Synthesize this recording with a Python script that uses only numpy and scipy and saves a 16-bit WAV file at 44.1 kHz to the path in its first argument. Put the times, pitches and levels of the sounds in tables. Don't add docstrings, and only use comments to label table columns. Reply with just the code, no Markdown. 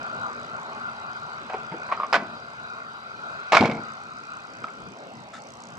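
import sys
import numpy as np
from scipy import signal
from scipy.fft import rfft, irfft
from scipy.io import wavfile
from scipy.ndimage import uniform_filter1d

SR = 44100
rng = np.random.default_rng(int(sys.argv[2]) if len(sys.argv) > 2 else 0)


def unload_audio(sound):
    columns = np.transpose(np.atleast_2d(sound))
    steps = np.round(np.clip(columns, -1, 1) * 32767)
    wavfile.write(sys.argv[1], SR, steps.astype(np.int16))


N = 254898
HZ = np.fft.rfftfreq(N, 1 / SR)
TIME = np.arange(N) / SR

# f/Hz, relative level/dB
STEEL_COLOUR = [(100, -11), (350, -10), (650, 6.5), (1400, 0.5), (1850, -5.5), (2300, -2.5), (3000, -12.5),
                (5200, -18), (6200, -26), (7800, -32), (8600, -43.5), (14000, -56)]
# f/Hz, likeness/0-1, right lead/rad, left minus right/dB
DOOR_PORTS = [(103, 0.88, 0.13, 0.5), (700, 0.98, 0.00052, 2), (1350, 0.95, 0.75, -0.5),
              (2300, 0.63, 0.3, -5), (4300, 0.7, 0.7, -6.5), (7740, 0.47, 0.48, -4.5)]


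def amp(db):
    return 10 ** (np.asarray(db) / 20)


def evened(x):
    return x / np.sqrt(np.mean(x ** 2) + 1e-20)


def read(points, hz, order=1):
    columns = np.transpose(points)
    return np.interp(np.log(hz + 1), np.log(columns[0] + 1), columns[order])


def add(mix, s, sound):
    part = mix[..., round(s * SR):][..., :sound.shape[-1]]
    part += sound[..., :part.shape[-1]]


def colour(x, spectrum, size=4096):
    log_gain = np.log(amp(read(spectrum, abs(np.fft.fftfreq(size, 1 / SR)))))
    minimum_phase = np.exp(signal.hilbert(log_gain).conj())
    taps = np.fft.ifft(minimum_phase).real[:size // 2]
    taps = taps / np.linalg.norm(taps)
    return signal.oaconvolve(x, taps[None], axes=1)[:, :N]


def related(x, likeness):
    a, b = rfft(x, N)
    angle = np.arccos(np.clip(read(likeness, HZ), 0, 1)) / 2
    shared, unlike = a * np.cos(angle), b * np.sin(angle)
    return irfft([shared + unlike, shared - unlike], N)


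def ports(x, table):
    balance = np.sqrt(amp(read(table, HZ, order=3)))
    half = balance * np.exp(-.5j * read(table, HZ, order=2))
    return irfft(rfft(x) * [half, 1 / half], N)


def outdoors(patchy_db=2.5, low_hz=250, hiss_hz=1800, size=2048):
    # f/Hz, relative level per Hz/dB
    air_colour = [(20, -52), (45, -17), (70, -9.5), (130, 1.5), (230, 1), (320, -3.5), (520, -2), (680, 3),
                  (1480, -1.5), (1780, -8.5), (4800, -16.5), (8000, -32), (9300, -37), (11800, -40),
                  (14000, -61)]
    # f/Hz, width/Hz, height/dB
    air_peaks = [(403, 11.8, 11.9), (1415, 346, 14.23), (2468, 147, 10.6), (3920, 360, 7.9),
                 (4775, 150, 9.5)]
    # t/s, strength
    peak_strength = [(4.4, 1), (5.4, 0.18)]
    # t/s, level/dB
    body_level = [(0, -33.5), (1.2, -36.5), (1.9, -36.5), (2.5, -39), (3.15, -38.5), (3.35, -34.5),
                  (4.1, -39.5), (5.05, -41.5), (5.78, -39)]
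    # t/s, level/dB
    rumble_level = [(0, -35.5), (.5, -35), (.9, -39), (1.9, -37), (2.6, -40), (4.4, -40), (4.8, -35),
                    (5.78, -39)]
    # f/Hz, likeness/0-1, right lead/rad, left minus right/dB
    air_ports = [(90, 1, 0.5, 2), (456, 0.7, 0.5, 1.5), (810, 0.92, 1.35, -1), (1180, 0.97, 1.52, 3.5),
                 (1635, 0.92, 3, 3), (2136, 0.63, 4, -11), (2510, 0.89, 2, -4), (3040, 0.45, 1.5, -3),
                 (3820, 0.54, 3.5, 1.5), (4560, 0.32, -0.2, 0.5), (7000, 0.25, 1, -2)]
    mean_hiss_db, hiss_follows = -39, 0.41

    noise = rng.standard_normal((2, N))
    hz, t, z = signal.stft(noise, SR, nperseg=size, noverlap=size * 3 // 4)
    peaks_db = sum(db / (1 + (2 * (hz - f) / width) ** 2) for f, width, db in air_peaks)
    shape_db = read(air_colour, hz) + peaks_db

    body_db = np.interp(t, *np.transpose(body_level))
    rumble_db = np.interp(t, *np.transpose(rumble_level))
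    hiss_db = mean_hiss_db + hiss_follows * (body_db - body_db.mean())
    low = np.exp(-np.log((hz + 1) / low_hz) ** 2)
    high = 1 - 1 / (1 + (hz / hiss_hz) ** 8)

    patches = uniform_filter1d(rng.standard_normal(z.shape[1:]), size=16, axis=0)
    patches = evened(uniform_filter1d(patches, size=8, axis=1))
    drift_db = body_db + patchy_db * patches
    drift_db = drift_db + np.outer(low, rumble_db - body_db)
    drift_db = drift_db + np.outer(high, hiss_db - body_db)
    drift_db = drift_db + np.outer(peaks_db, np.interp(t, *np.transpose(peak_strength)) - 1)
    z = z * evened(amp(shape_db))[:, None] * amp(drift_db)
    air = signal.istft(z, SR, nperseg=size, noverlap=size * 3 // 4)[1][:, :N]
    return ports(related(air, air_ports), air_ports)


def hum(waver_db=-2.0, wander_hz=3, size=3000):
    # t/s, f/Hz, level/dB
    hum_course = [(.35, 238.1, -53), (1.401, 226, -58), (2.5, 224.5, -59.5), (4.6, 231, -77),
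                  (5.5, 232.2, -54.5)]
    s, hz, db = np.transpose(hum_course)
    smooth = uniform_filter1d(uniform_filter1d(rng.standard_normal((2, N)), size=size), size=size)
    waver, wander = evened(smooth[0]), evened(smooth[1])
    turns = np.cumsum(np.interp(TIME, s, hz) + wander_hz * wander) / SR
    level = amp(np.interp(TIME, s, db) + waver_db * waver)
    return level * evened(np.sin(2 * np.pi * turns))


def scuff(grain_db=3, clump_db=2.5, size=180):
    # t/s, level/dB
    scuff_level = [(5.32, -62), (5.338, -44), (5.383, -43), (5.394, -56)]
    # f/Hz, relative level/dB
    scuff_colour = [(300, -30), (950, -18), (1300, 7.5), (1550, -3), (1900, -3), (2700, -16), (3250, -16),
                    (3620, -4.5), (4100, -20), (7000, -15), (13000, -47)]
    clumps = evened(uniform_filter1d(rng.standard_normal(N), size=size))
    grain_gain = amp(grain_db * rng.standard_normal(N) + clump_db * clumps)
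    grit = evened(rng.standard_normal((2, N)) * grain_gain)
    level = amp(np.interp(TIME, *np.transpose(scuff_level), left=-np.inf, right=-np.inf))
    return related(colour(grit * level, scuff_colour), DOOR_PORTS)


def lens(fade=0.0017, click_db=12, scatter_db=2, left_db=-2.5, right_db=2):
    # t/s, level/dB
    tick_level = [(0, -49.5), (1.3, -52.5), (3.2, -55.5), (4, -50.5), (5.3, -52), (5.52, -44),
                  (5.78, -48.5)]
    # f/Hz, relative level/dB
    tick_colour = [(2000, -31), (4500, 1.5), (5900, 7.5), (6500, 5.5), (7100, 1), (7800, 6.5), (8600, -7.5),
                   (12000, -30)]
    first_s, frame_hz = .0152, 59.94
    uneven_db = 1.3
    times = np.arange(first_s, TIME[-1], 1 / frame_hz)
    k = np.arange(len(times))
    step_db = np.interp(times, *np.transpose(tick_level)) - uneven_db * np.cos(np.pi * k)
    step_db = step_db + scatter_db * rng.standard_normal(len(k))
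    steps = np.zeros((2, N))
    for at, db in zip(times, step_db):
        add(steps, at, amp(db) * rattle(fade))
        add(steps, at, amp([db + click_db]))
    return colour(steps, tick_colour) * amp([[left_db], [right_db]])


def yard(x, wet_db=-16.5, build=0.005, size=256):
    # f/Hz, decay/s
    yard_decay = [(100, 1), (250, 0.4), (700, 0.52), (2200, 0.29), (12000, 0.13)]
    hz, t, z = signal.stft(rng.standard_normal((2, SR)), SR, nperseg=size)
    z = z * amp(-60 * t / read(yard_decay, hz)[:, None]) * (1 - np.exp(-t / build))
    tail = signal.istft(z, SR, nperseg=size)[1]
    tail = tail / np.linalg.norm(tail[0])
    wet = signal.fftconvolve(x.mean(0)[None], tail, axes=1)[:, :N]
    return amp(wet_db) * related(wet, DOOR_PORTS)


def knock(hz, swell, order=1):
    t = TIME[:int(10 * swell * SR)]
    envelope = (t / swell * np.exp(1 - t / swell)) ** order
    return envelope * np.sin(2 * np.pi * hz * t)


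def rattle(fade):
    t = TIME[:SR // 2]
    return rng.choice([-1, 1], (2, len(t))) * np.exp(-t / fade)


def ringing(modes):
    t = TIME[:SR // 4]
    return sum(amp(db - 60 * t / t60) * np.sin(2 * np.pi * (hz * t + rng.random((2, 1))))
               for hz, db, t60 in modes)


def shell(blows):
    # f/Hz, relative level/dB, 60 dB decay/s
    shell_modes = [(221, -3, .56), (339, 2, .22), (463, 0, .42), (592, 0, .36), (682, 2, .24),
                   (743, -1.5, .24), (784, -1, .2), (815, 1, .24), (904, 2, .22), (938, 2, .22),
                   (1020, -2, .2), (1168, 0, .24), (1363, 0, .22), (1497, 1, .18), (2122, -6, .26),
                   (2244, -2, .2), (2326, -5, .16), (2536, -10, .13)]
    shell_db = -45
    t = TIME[:SR]
    modes = sum(amp(db - 60 * t / t60) * np.sin(2 * np.pi * hz * t) for hz, db, t60 in shell_modes)
    return amp(shell_db) * signal.oaconvolve(blows, modes[None], axes=1)[:, :N]


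def steel(shaken, treble, treble_hz=2800):
    dull = signal.lfilter(*signal.butter(1, treble_hz, fs=SR), shaken)
    return colour(dull + treble * (shaken - dull), STEEL_COLOUR)


def radiated(x, corner_hz):
    return signal.sosfilt(signal.butter(2, corner_hz, "highpass", fs=SR, output="sos"), x)


def settling(cycles=4.04, snap_fade=0.0068, squeak_db=-39, squeak_hz=1318):
    # t/s, knock level/dB, knock f/Hz, snap level/dB
    settle_ticks = [(4.641, -19.5, 1328, -31), (4.6838, -38, 2240, -41)]
    knocks, snaps = np.zeros(N), np.zeros((2, N))
    first_s = settle_ticks[0][0]
    t = np.arange(0, settle_ticks[1][0] - first_s, 1 / SR)
    slip = np.sin(np.pi * np.arange(len(t)) / len(t)) ** (1 / 4)
    squeak = amp(squeak_db) * slip * np.sin(2 * np.pi * squeak_hz * t)
    add(knocks, first_s + cycles / squeak_hz, squeak)
    for s, db, hz, snap_db in settle_ticks:
        add(knocks, s, amp(db) * knock(hz, cycles / hz, order=3))
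        add(snaps, s, amp(snap_db) * rattle(snap_fade))
    return knocks + related(colour(snaps, STEEL_COLOUR), DOOR_PORTS)


def linkage(fade=0.017, dull_hz=3300, creak_swell=0.0028, creak_rattle_db=-17):
    # t/s, knock level/dB, knock f/Hz, swell/s, rattle level/dB
    clunks = [(1.4972, -28, 780, 0.0016, -30), (1.5345, -22, 940, 0.0009, -34),
              (1.5395, -23, 750, 0.0032, -33), (1.5435, -26, 1020, .0015, -36),
              (1.719, -30, 902, 0.0055, -35), (1.739, -35, 485, 0.0061, -39),
              (1.8895, -30, 1000, 0.0089, -36), (1.9163, -17, 1220, 0.0016, -27),
              (1.9221, -12.5, 1080, .0018, -24)]
    # t/s, level/dB, f/Hz
    creaks = [(1.973, -25, 1250), (1.9987, -15, 1155), (2.0186, -23, 1180), (2.0322, -15, 1140),
              (2.045, -20.5, 1160)]
    rebound_s, rebound_db = 0.0083, -7.5
    knocks, shaken = np.zeros(N), np.zeros((2, N))
    for s, db, hz, swell, loose_db in clunks:
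        add(knocks, s, amp(db) * knock(hz, swell))
        add(shaken, s, amp(loose_db) * rattle(fade))
    for s, db, hz in creaks:
        slip = amp(db) * knock(hz, creak_swell, order=3)
        add(knocks, s, slip)
        add(knocks, s + rebound_s, amp(rebound_db) * slip)
        add(shaken, s, amp(db + creak_rattle_db) * rattle(fade))
    muffled = signal.lfilter(*signal.butter(2, dull_hz, fs=SR), shaken)
    return knocks + related(colour(muffled, STEEL_COLOUR), DOOR_PORTS)


def catch(ring_db=-21, t60=0.1, swell=.001):
    # f/Hz, relative level/dB
    catch_modes = [(1026, -4), (1110, -5), (1392, -5), (1495, 0), (1646, -2), (2020, -7), (3149, -15),
                   (3542, -14)]
    release_s = 2.141
    out = np.zeros((2, N))
    rise = (1 - np.exp(-TIME[:SR // 4] / swell)) ** 2
    ring = ringing([(hz, db, t60) for hz, db in catch_modes])[0]
    add(out, release_s, amp(ring_db) * rise * ring)
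    return out


def loose_parts(contact=0.005, hard_db=10.5, soft_db=-1):
    # t/s, hold/s, fade/s, chatter level/dB, shell blow level/dB
    shakes = [(2.132, 0.016, 0.017, -24, -45), (3.52, 0.07, 0.06, -28.5, -38),
              (3.605, 0.025, 0.045, -36, -31)]
    contacts_per_s, contact_spread_db = 260, 2.5
    sizes = amp(contact_spread_db * rng.standard_normal(N)) * (rng.random(N) < contacts_per_s / SR)
    power = signal.lfilter([1], [1, -np.exp(-2 / (contact * SR))], sizes ** 2)
    chatter = evened(np.sqrt(power) * rng.standard_normal((2, N)))
    blows, shaken, force = np.zeros((2, N)), np.zeros((2, N)), np.zeros(N)
    for s, hold, fade, db, shell_db in shakes:
        shake = (TIME >= s) * np.exp(-np.maximum(TIME - s - hold, 0) / fade)
        force = np.maximum(force, shake)
        shaken += amp(db) * shake * chatter
        blows += amp(shell_db) * shake * chatter
    treble = amp(soft_db + (hard_db - soft_db) * force)
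    return related(shell(blows) + steel(shaken, treble), DOOR_PORTS)


def pawl(swell=0.0015, ring_db=-16, buzz_db=-9, buzz_fade=0.0036, treble_db=6):
    # t/s, level/dB, f/Hz
    clanks = [(2.1277, -23, 4970), (2.1415, -17, 2050), (3.5497, -24, 2300), (3.5708, -7.5, 2230),
              (3.5971, -15.5, 2250), (3.609, -20.5, 2240), (3.6462, -20.5, 2200), (3.653, -21.5, 2290),
              (3.6974, -29, 2230), (3.7205, -30, 2090), (3.7458, -36, 2190), (3.77, -36, 2150)]
    # f/Hz, relative level/dB, 60 dB decay/s
    pawl_modes = [(2122, 1, .13), (2245, 4, .13), (2326, 0, .12), (2500, -5, .11), (3020, -7, .04)]
    out, shaken = np.zeros((2, N)), np.zeros((2, N))
    rise = 1 - np.exp(-TIME[:SR // 4] / swell)
    for s, db, hz in clanks:
        add(out, s, amp(db) * knock(hz, swell))
        add(out, s, amp(db + ring_db) * rise * ringing(pawl_modes))
        add(shaken, s, amp(db + buzz_db) * rattle(buzz_fade))
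    return out + related(steel(shaken, amp(treble_db)), DOOR_PORTS)


def panel(boom_db=-12, fade=0.024, ring_db=25, seal_hz=900):
    # t/s, level/dB, f/Hz
    thud_events = [(1.544, -27.5, 430), (1.717, -30.5, 177), (1.741, -32, 324), (2.152, -29, 333),
                   (2.173, -30, 225), (2.196, -33.5, 199), (2.221, -30, 242), (2.249, -39, 236),
                   (3.549, -28.5, 163), (3.595, -24, 106), (3.606, -14, 238), (3.614, -12.5, 342),
                   (3.629, -15.5, 215), (3.644, -20.5, 151), (3.651, -25.5, 396), (3.687, -22, 230),
                   (3.712, -30.5, 147), (3.733, -30.5, 252), (3.757, -29.5, 160), (3.79, -32.5, 210)]
    # f/Hz, relative level/dB
    cavity_colour = [(25, -42), (55, -24), (100, -16), (220, 9.5), (400, 12.5), (700, -27), (1500, -8),
                     (6000, -72)]
    thud_cycles = 1.2
    thuds, boom, blows = np.zeros(N), np.zeros((2, N)), np.zeros((1, N))
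    for s, db, hz in thud_events:
        add(thuds, s, amp(db) * knock(hz, thud_cycles / hz, order=2))
        add(boom, s, amp(db + boom_db) * rattle(fade))
        add(blows, s, amp([db + ring_db]))
    cushioned = signal.lfilter(*signal.butter(2, seal_hz, fs=SR), blows)
    return thuds + shell(cushioned) + related(colour(boom, cavity_colour), DOOR_PORTS)


def latch(fade=0.0081, contact=0.00022, treble_db=4):
    # t/s, knock level/dB, knock f/Hz, swell/s, shell blow level/dB, rattle level/dB
    strikes = [(2.1276, -9, 860, 0.00085, -10, -20.5), (2.1335, -8, 1230, 0.00054, -25, -20),
               (2.1418, -14.5, 1620, 0.00027, -14, -16), (2.1468, -12.5, 1487, 0.0022, -14, -23.5),
               (2.1535, -22, 1070, 0.0017, -20, -16), (2.1612, -22, 1174, .0022, -8, -22.5),
               (3.5209, -7.5, 804, 0.00073, -1, -14.5), (3.5315, -16, 1170, 0.0012, -16, -12),
               (3.538, -10, 1200, 0.002, -1.5, -20), (3.5461, -6.5, 960, 0.0008, 1, -15),
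               (3.5503, -10, 1330, 0.0004, -9, -11), (3.568, -13, 1220, 0.00038, -15, -10),
               (3.5715, -12.5, 780, 0.0015, 7, -17), (3.5722, -12.5, 1410, 0.0024, -10, -20),
               (3.6178, -9.5, 863, 0.0011, -8, -41), (3.6257, -7.5, 815, 0.00072, -24, -26),
               (3.638, -10, 610, 0.001, -23, -46), (3.656, -9.5, 755, 0.00045, -2, -20),
               (3.698, -23.5, 524, 0.0025, -23, -34), (3.7135, -31, 940, 0.001, -26, -28),
               (3.747, -27, 684, 0.0035, -23, -42)]
    knocks, blows, shaken = np.zeros(N), np.zeros((2, N)), np.zeros((2, N))
    for s, db, hz, swell, ring_db, rattle_db in strikes:
        add(knocks, s, amp(db) * knock(hz, swell))
        add(blows, s, amp(ring_db) * rattle(contact))
        add(shaken, s, amp(rattle_db) * rattle(fade))
    return knocks + related(shell(blows) + steel(shaken, amp(treble_db)), DOOR_PORTS)


def scene():
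    background = outdoors() + hum() + scuff() + lens()
    small_parts = settling() + linkage() + catch() + loose_parts() + pawl() + latch()
    door = radiated(small_parts, corner_hz=195) + radiated(panel(), corner_hz=75.6)
    return background + ports(door + yard(door), DOOR_PORTS)


def record(dry):
    ceiling, edge_hz = .95, 14100
    held = dry / (1 + (dry / ceiling) ** 8) ** (1 / 8)
    lowpass = signal.firwin(511, edge_hz, window=("kaiser", 9), fs=SR)
    return signal.oaconvolve(held, lowpass[None], "same")


dry = scene()
out = record(dry)
unload_audio(out)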